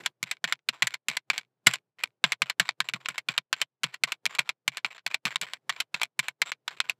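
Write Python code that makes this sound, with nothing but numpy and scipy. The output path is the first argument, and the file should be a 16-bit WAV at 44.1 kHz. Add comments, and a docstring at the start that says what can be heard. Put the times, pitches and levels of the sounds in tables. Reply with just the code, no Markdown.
"""Fine pen on a sketch pad

A fine pen tip draws tiny circles on a thick pad lying on a wooden table, close to a small microphone.
Knocks of the landing, closing and slipping tip are bursts of tiny impacts ringing pad, pen and table.
Between them clumped fibre impacts rasp; low noise is the rumble of hand and room.
A noise gate turns the quiet moments down between strokes."""
import sys
import numpy as np
from scipy import signal
from scipy.io import wavfile
from scipy.ndimage import uniform_filter1d

SR = 44100
rng = np.random.default_rng(int(sys.argv[2]) if len(sys.argv) > 2 else 0)


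def transcribe(u):
    """Save the signal u as a 16-bit wav file named by the first command-line argument.

    u: samples, shape (n,) or (channels, n), limited to [-1, 1]; the rate is SR.
    q: integer samples, one column per channel.
    """
    v = np.clip(np.atleast_2d(u).T, -1, 1)
    q = np.round(v * 32767).astype(np.int16)
    wavfile.write(sys.argv[1], SR, q)


def gain_from_db(level_db):
    """Convert decibel levels to linear amplitude factors (20 dB per decade)."""
    decades = np.asarray(level_db, float) / 20
    return 10 ** decades


N = 308259

# resonances of pad and pen, the tip itself last: (centre [Hz], width [Hz], level [dB])
RESONANCES = [(670, 33, -4), (1012, 55, 0.5), (1508.5, 67, -0.5), (2300, 83, -15.5), (3610, 1000, -5),
              (4140, 210, 0), (7528, 460, 11)]
TIP_HZ = RESONANCES[-1][0]


def evened(x):
    """Scales to rms 1."""
    return x / np.sqrt(np.mean(x ** 2) + 1e-20)


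def add(mix, start_s, sound):
    """Mixes a sound in at start_s, cut at the end of the mix."""
    part = mix[max(round(start_s * SR), 0):][:len(sound)]
    part += sound[:len(part)]


def colour(points, size=4096):
    """Minimum-phase impulse response with the given spectrum."""
    f, db = np.transpose(points)
    hz = abs(np.fft.fftfreq(size, 1 / SR))
    spectrum_db = np.interp(np.log(hz + 1), np.log(f), db, left=-70, right=-90)
    log_gain = np.log(gain_from_db(spectrum_db))
    return np.fft.ifft(np.exp(np.conj(signal.hilbert(log_gain)))).real[:size // 2]


def resonate(x, hz, width_hz):
    """One-pole complex resonance of gain 1 at hz."""
    r = np.exp(-np.pi * width_hz / SR)
    pole = r * np.exp(2j * np.pi * hz / SR)
    return 2 * signal.lfilter([1 - r], [1, -pole], x).real


def grit(size, per_s, spread_db):
    """Sparse tiny impacts of random sign, a few of them large."""
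    chance, sign, height = rng.random((size, 3)).T
    hits = chance < per_s / SR
    return hits * np.sign(sign - 0.5) * gain_from_db(-spread_db * np.log(height + 0.009))


def body(x, shift=0):
    """Pad and pen ring briefly; where the tip touches shifts each resonance in pitch and strength."""
    pitch, strength = shift * rng.standard_normal((len(RESONANCES), 2)).T
    pitch[-1] *= 0.3  # the tip itself nearly keeps its pitch
    out = x
    for (hz, width_hz, db), f, a in zip(RESONANCES, pitch, strength):
        out = out + gain_from_db(db + 1.3 * a) * resonate(x, hz * (1 + 0.068 * f), width_hz)
    return out


def table_thud(t):
    """Decaying modes of the table, stirred differently by each knock, swelling more slowly than the paper."""
    # modes of the table: (pitch [Hz], level [dB], t60 [s])
    modes = [(129, -7, 0.13), (165, -0.5, 0.071), (215, 1.5, 0.042), (323, -9, .04), (480, -4, 0.026)]
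    spread_db, swell_s = 2, 0.004
    thud = np.zeros(len(t))
    for hz, db, t60_s in modes:
        level = gain_from_db(db + spread_db * rng.standard_normal() - 60 * t / t60_s)
        cycles = hz * rng.uniform(0.94, 1.08) * t + rng.random()
        thud += level * np.sin(2 * np.pi * cycles)
    thud = thud * (1 - np.exp(-t / swell_s))
    return thud / abs(thud).max()


def tick(peak_db, ring_hz, sharp_db, thud_db, t60_s, pad):
    """The tip chatters for a few ms, then the fibres and pages settle in sparse crackles."""
    touch_s, first_blow, first_blow_s = 0.0008, 0.61, 0.0025
    split_hz = 5200
    t = np.arange(5000) / SR
    t60_s = np.clip(t60_s, 0.006, 0.1)

    onset = np.minimum(t / touch_s + 0.22, 1)
    blow = 1 + first_blow * np.exp(-t / first_blow_s)  # first contact is harder than the chatter
    chatter = onset * blow * gain_from_db(-60 * np.maximum(t - 0.037 * t60_s, 0) / t60_s)
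    settling = gain_from_db(-17.5 - 60 * t / (0.042 + 0.39 * t60_s))
    contact = chatter * evened(grit(len(t), per_s=8100, spread_db=5))
    contact = contact + settling * evened(grit(len(t), per_s=1700, spread_db=8))

    knock = body(signal.oaconvolve(contact, pad)[:len(t)], shift=0.51)
    knock = knock + gain_from_db(2.5) * resonate(knock, ring_hz, 230)
    low = signal.sosfilt(signal.butter(3, split_hz, fs=SR, output="sos"), knock)
    high = signal.sosfilt(signal.butter(3, split_hz, "high", fs=SR, output="sos"), knock)
    # the treble fades first while the tip keeps ringing
    high = high * (gain_from_db(-60 * t / 0.039) + 0.18) + 0.24 * resonate(high, TIP_HZ, 1500)
    knock = low / abs(low).max() + gain_from_db(sharp_db) * high / abs(high).max()
    return gain_from_db(peak_db) * (knock + gain_from_db(thud_db) * table_thud(t))


def ticks():
    """Every landing, closing and slip of the tip; the fainter slips are duller."""
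    # peak: of the part below 5200 Hz; sharpness (peak above 5200 Hz) and thud are relative to it
    # tip comes down: (time [s], peak [dB], strongest pad ring [Hz], table thud [dB], sharpness [dB])
    landings = [(0.228, -16, 2210, -20.5, 1), (0.441, -10, 1780, -29, -7), (0.687, -9, 2660, -34, -9),
                (0.822, -3, 1960, -33, -8), (1.084, -12, 2140, -31.5, -2), (1.3, -8, 2330, -37, -9),
                (1.668, 5, 2030, -27, -6), (2.24, -1, 3430, -29.5, -11), (2.419, -4.5, 2240, -36.5, -10.5),
                (2.597, -7, 1670, -27.5, -6), (2.803, -6, 1680, -36, -11), (2.936, -14, 2360, -20, -10),
                (3.086, -16, 1420, -29.5, -6), (3.286, -9, 2380, -27, -17.5),
                (3.528, -4.5, 2990, -43, -9.5), (3.84, -8, 3390, -27.5, -8), (4.036, -5, 2130, -37.5, -6.5),
                (4.39, -8, 2350, -32.5, -7.5), (4.678, -6, 2276, -32, -4.5),
                (4.846, -10.5, 2660, -33.5, -20), (5.063, -11.5, 2240, -40, -7.5),
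                (5.253, -9.5, 2530, -21.5, -8), (5.413, -17.5, 2370, -28.5, 0),
                (5.694, -13.5, 1940, -34, -8.5), (5.942, -13, 2550, -30, -12.5),
                (6.191, -7, 2270, -32.5, -4.5), (6.417, -6.5, 2190, -43, -7),
                (6.678, -15.5, 1490, -44, -9.5), (6.802, -6, 2430, -48.5, -9.5)]
    # light snaps, mostly as a circle closes:
    # (time [s], peak [dB], strongest pad ring [Hz], sharpness [dB], t60 [s])
    closings = [(0.06, -10.5, 3280, -8, 0.037), (0.312, -15, 2160, -3.5, 0.052),
                (0.524, -8.5, 2080, -8, 0.032), (0.87, -13.5, 1980, -3.5, 0.034),
                (0.939, -15.5, 2180, -8, 0.038), (1.168, -11, 2100, -5.5, 0.038),
                (1.379, -12, 2180, -3, 0.053), (1.736, -12, 2990, -4, 0.051),
                (2.036, -10.5, 2370, -7.5, 0.019), (2.32, -8, 2100, -6, 0.039),
                (2.498, -14.5, 1910, -5, 0.039), (2.69, -9, 2170, -17, 0.015),
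                (2.887, -14, 2780, -12, 0.034), (3.058, -18.5, 2270, -17, 0.021),
                (3.18, -14.5, 2150, -8, 0.04), (3.378, -6.5, 3750, -7.5, 0.019),
                (3.615, -8.5, 3100, -5.5, 0.033), (3.834, -13, 3180, -2.5, 0.028),
                (3.941, -24, 1810, -9, 0.049), (4.12, -14, 2350, -6.5, 0.046),
                (4.255, -13.5, 3000, 0, 0.024), (4.35, -22.5, 2310, -4, 0.036),
                (4.491, -14, 2350, -8.5, 0.038), (4.77, -16, 1660, -4, 0.052),
                (4.979, -33, 1530, -17.5, 0.072), (5.143, -9.5, 2340, -9, 0.036),
                (5.358, -10, 3850, -6, 0.011), (5.534, -14.5, 2310, -8.5, 0.038),
                (5.802, -11.5, 3070, -7, 0.045), (6.015, -13, 2330, -11, 0.028),
                (6.032, -12, 2380, -7, 0.026), (6.283, -14, 2210, -7.5, 0.029),
                (6.518, -17, 2330, -9, 0.042), (6.896, -9.5, 2570, -11, 0.044)]
    # tip rebounds or catches on a fibre: (time [s], peak [dB])
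    slips = [(.238, -19.5), (0.275, -39), (.300, -47.5), (0.353, -54), (.369, -39.5), (.450, -21.5),
             (.477, -30.5), (.534, -26.5), (.555, -44.5), (0.591, -46), (.694, -13.5), (0.827, -7.5),
             (0.835, -35.5), (.877, -21.5), (0.907, -29), (1.099, -17.5), (1.109, -43), (1.114, -24.5),
             (1.122, -39), (1.31, -28), (1.319, -36), (1.336, -41.5), (1.386, -28), (1.411, -40.5),
             (1.432, -48), (1.449, -48), (1.664, -18.5), (1.691, -22), (1.712, -23.5), (1.73, -32),
             (1.757, -22), (1.784, -46), (1.987, -47), (1.991, -50), (2.057, -37), (2.074, -43.5),
             (2.105, -51), (2.331, -30), (2.504, -44.5), (2.613, -27.5), (2.619, -28), (2.627, -37),
             (2.681, -33.5), (2.708, -30.5), (2.819, -33.5), (2.896, -22.5), (2.92, -62), (3.108, -32),
             (3.300, -37), (3.308, -34), (3.319, -30.5), (3.340, -36.5), (3.384, -15), (3.858, -37),
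             (3.865, -35), (3.871, -45.5), (4.263, -7), (4.386, -15), (4.41, -42), (4.416, -36),
             (4.779, -27), (4.790, -40), (4.855, -31), (4.862, -20.5), (4.993, -42), (5.076, -23.5),
             (5.114, -30), (5.259, -14.5), (5.269, -27), (5.280, -22), (5.366, -21), (5.423, -19.5),
             (5.444, -33), (5.724, -31), (5.763, -30), (5.964, -40.5), (5.974, -41), (5.998, -34),
             (6.047, -29), (6.054, -32), (6.197, -13), (6.720, -50), (6.902, -39)]
    # broad colour of pad and microphone: (frequency [Hz], level [dB])
    pad_colour = [(250, -32), (450, -19.5), (1050, -7), (2280, 0), (4300, -7.5), (5300, -10), (8700, -20.5),
                  (11000, -18), (15000, -26.5), (16400, -67.5)]
    land_t60_s, close_thud_db = 0.036, -47.5
    slip_ring_hz, slip_thud_db, slip_t60_s = 2300, -42, 0.0063
    slip_sharp_db, slip_spread_db, dulling_db_per_db = -6, 2.5, 0.25

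    out, pad = np.zeros(N), colour(pad_colour)
    for s, db, hz, thud_db, sharp_db in landings:
        add(out, s, tick(db, hz, sharp_db, thud_db, land_t60_s, pad))
    for s, db, hz, sharp_db, t60_s in closings:
        add(out, s, tick(db, hz, sharp_db, close_thud_db, t60_s, pad))
    for s, db in slips:
        sharp_db = slip_sharp_db + dulling_db_per_db * db + slip_spread_db * rng.standard_normal()
        add(out, s, tick(db, slip_ring_hz, sharp_db, slip_thud_db, slip_t60_s, pad))
    return out


def rasp():
    """The tip skips over fibres: dense impacts in clumps of a few ms, each stroke with its own colour."""
    # pushes of the tip, levels ahead of paper and body resonances:
    # (time [s], length [s], start level [dB], end level [dB], strongest pad ring [Hz])
    drags = [(0.002, 0.016, -35, -59, 2030), (0.033, 0.041, -49, -51, 2300), (0.258, 0.047, -52, -53, 2120),
             (0.474, 0.05, -36.5, -53, 2000), (0.728, 0.16, -44, -85, 1030), (0.839, 0.031, -36, -60, 2360),
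             (0.896, 0.034, -57, -52.5, 2300), (1.101, 0.061, -41.5, -51.5, 2230),
             (1.331, 0.043, -38.5, -47, 2360), (1.682, 0.087, -37, -53, 2200),
             (1.985, 0.079, -48, -59, 2100), (2.259, 0.055, -44, -51.5, 800),
             (2.457, 0.044, -49, -53, 2660), (2.618, 0.027, -43, -54.5, 1550),
             (2.649, 0.032, -45.5, -49, 3920), (2.842, 0.074, -50, -70, 825),
             (2.955, 0.037, -36, -82, 1070), (3.001, 0.041, -51, -70.5, 1020),
             (3.047, 0.0099, -46.5, -54, 3220), (3.1, 0.042, -34.5, -72, 2320),
             (3.142, 0.044, -44, -60, 1550), (3.29, 0.041, -33, -53.5, 2260),
             (3.336, 0.05, -50.5, -63, 1510), (3.56, 0.073, -54.5, -46, 2300),
             (3.85, 0.072, -44, -67.5, 2300), (3.92, 0.021, -64, -45.5, 4300),
             (4.071, 0.079, -40.5, -61, 1100), (4.294, 0.081, -46.5, -52.5, 1130),
             (4.4, 0.047, -29, -81, 2240), (4.446, 0.038, -65.5, -50, 870),
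             (4.718, 0.072, -46.5, -68, 2380), (4.855, 0.055, -41, -74.5, 790),
             (4.903, 0.037, -42.5, -58, 2400), (4.945, 0.024, -53, -50, 3520),
             (5.1, 0.059, -43, -55.5, 2350), (5.264, 0.036, -28, -52, 1070), (5.305, 0.044, -38, -53, 2040),
             (5.426, 0.031, -33, -46.5, 2900), (5.464, 0.11, -48.5, -61, 1970),
             (5.725, 0.049, -49, -69, 2270), (5.757, 0.065, -51, -50, 1050), (5.959, 0.032, -43, -58, 1560),
             (5.995, 0.02, -53, -52, 1020), (6.226, 0.086, -45, -60.5, 2930),
             (6.454, 0.053, -44, -46.5, 3700), (6.706, 0.05, -47.5, -57, 1090),
             (6.765, 0.026, -54.5, -55, 2480), (6.839, 0.04, -50.5, -59.5, 1550),
             (6.883, 0.0079, -60, -44, 4250)]
    # colour of the rasp: (frequency [Hz], relative level [dB])
    rasp_colour = [(100, -26.5), (315, -14.5), (1100, -5), (2370, -2), (4300, -13.5), (5500, -18.5),
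                   (9000, -32.5), (15000, -31.5), (16400, -50)]
    push_s, lift_s = 0.003, 0.004
    ring_db, ring_width_hz = 1, 350
    sizzle_db, sizzle_spread_db, sizzle_width_hz = 2, 5, 350

    out, paper = np.zeros(N), colour(rasp_colour)
    paper = paper / np.linalg.norm(paper)
    for s, length_s, start_db, end_db, ring_hz in drags:
        t = np.arange(0, length_s + lift_s, 1 / SR)
        fade = np.clip(np.minimum(t / push_s, (t[-1] - t) / lift_s), 0, 1)
        level = gain_from_db(start_db + (end_db - start_db) * t / length_s) * fade
        clumps = uniform_filter1d(rng.standard_normal(8000), 70)
        clumps = evened(uniform_filter1d(clumps, 70))
        fibres = (grit(8000, per_s=3000, spread_db=3) * gain_from_db(3.1 * clumps))[:len(t)]
        stroke = signal.oaconvolve(evened(fibres) * level, paper)
        stroke = stroke + gain_from_db(ring_db) * resonate(stroke, ring_hz, ring_width_hz)
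        # the tip sings more on some strokes than on others
        sizzle = gain_from_db(sizzle_db + sizzle_spread_db * rng.standard_normal())
        sizzle_hz = TIP_HZ * rng.uniform(0.96, 1.04)
        stroke = stroke + sizzle * resonate(stroke, sizzle_hz, sizzle_width_hz)
        add(out, s, gain_from_db(-4.5) * body(stroke, shift=0.86))
    return out


def room():
    """Low rumble of hand and room: coloured noise that comes and goes."""
    # colour of the rumble: (frequency [Hz], relative level [dB])
    rumble_colour = [(70, -30), (120, 3), (240, -10), (400, -5.5), (800, -12.5), (2000, -23), (15000, -38)]
    # hand resting and shifting on pad and table, ahead of the gate: (time [s], rms level [dB])
    rumble_level = [(0, -52), (0.149, -73.5), (1.002, -78), (1.8, -70), (1.96, -78), (2.1, -69.5),
                    (2.3, -78), (3.102, -69), (3.5, -79.5), (4, -74), (4.452, -71), (4.899, -81),
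                    (5.45, -71), (5.7, -69), (6.2, -74.5), (6.99, -69.5)]
    s, db = np.transpose(rumble_level)
    rumble = evened(signal.oaconvolve(rng.standard_normal(N), colour(rumble_colour))[:N])
    return gain_from_db(np.interp(np.arange(N) / SR, s, db)) * rumble


def scene():
    """Pen, paper and room, one channel."""
    return (ticks() + rasp() + room())[None]


def low_pass(x):
    """Removes everything above the highest recorded frequency."""
    return signal.sosfilt(signal.butter(12, 16520, fs=SR, output="sos"), x)


def record(dry):
    """The gate turns quiet moments further down; loud knocks round off; no deep bass passes."""
    threshold_db, deepest_db, ceiling = -58, -18, 0.85
    power = uniform_filter1d(uniform_filter1d(dry[0] ** 2, 1100), 1100)
    level_db = 10 * np.log10(abs(power) + 1e-14)
    shut_db = np.clip(level_db - threshold_db, deepest_db, 0)  # 1 dB per dB below threshold
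    gate = gain_from_db(uniform_filter1d(shut_db, 900))
    rounded = ceiling * np.tanh(dry / ceiling * gate)
    bass_cut = signal.butter(4, 110, "high", fs=SR, output="sos")
    return low_pass(signal.sosfilt(bass_cut, rounded))


dry = scene()
out = record(dry)
transcribe(out)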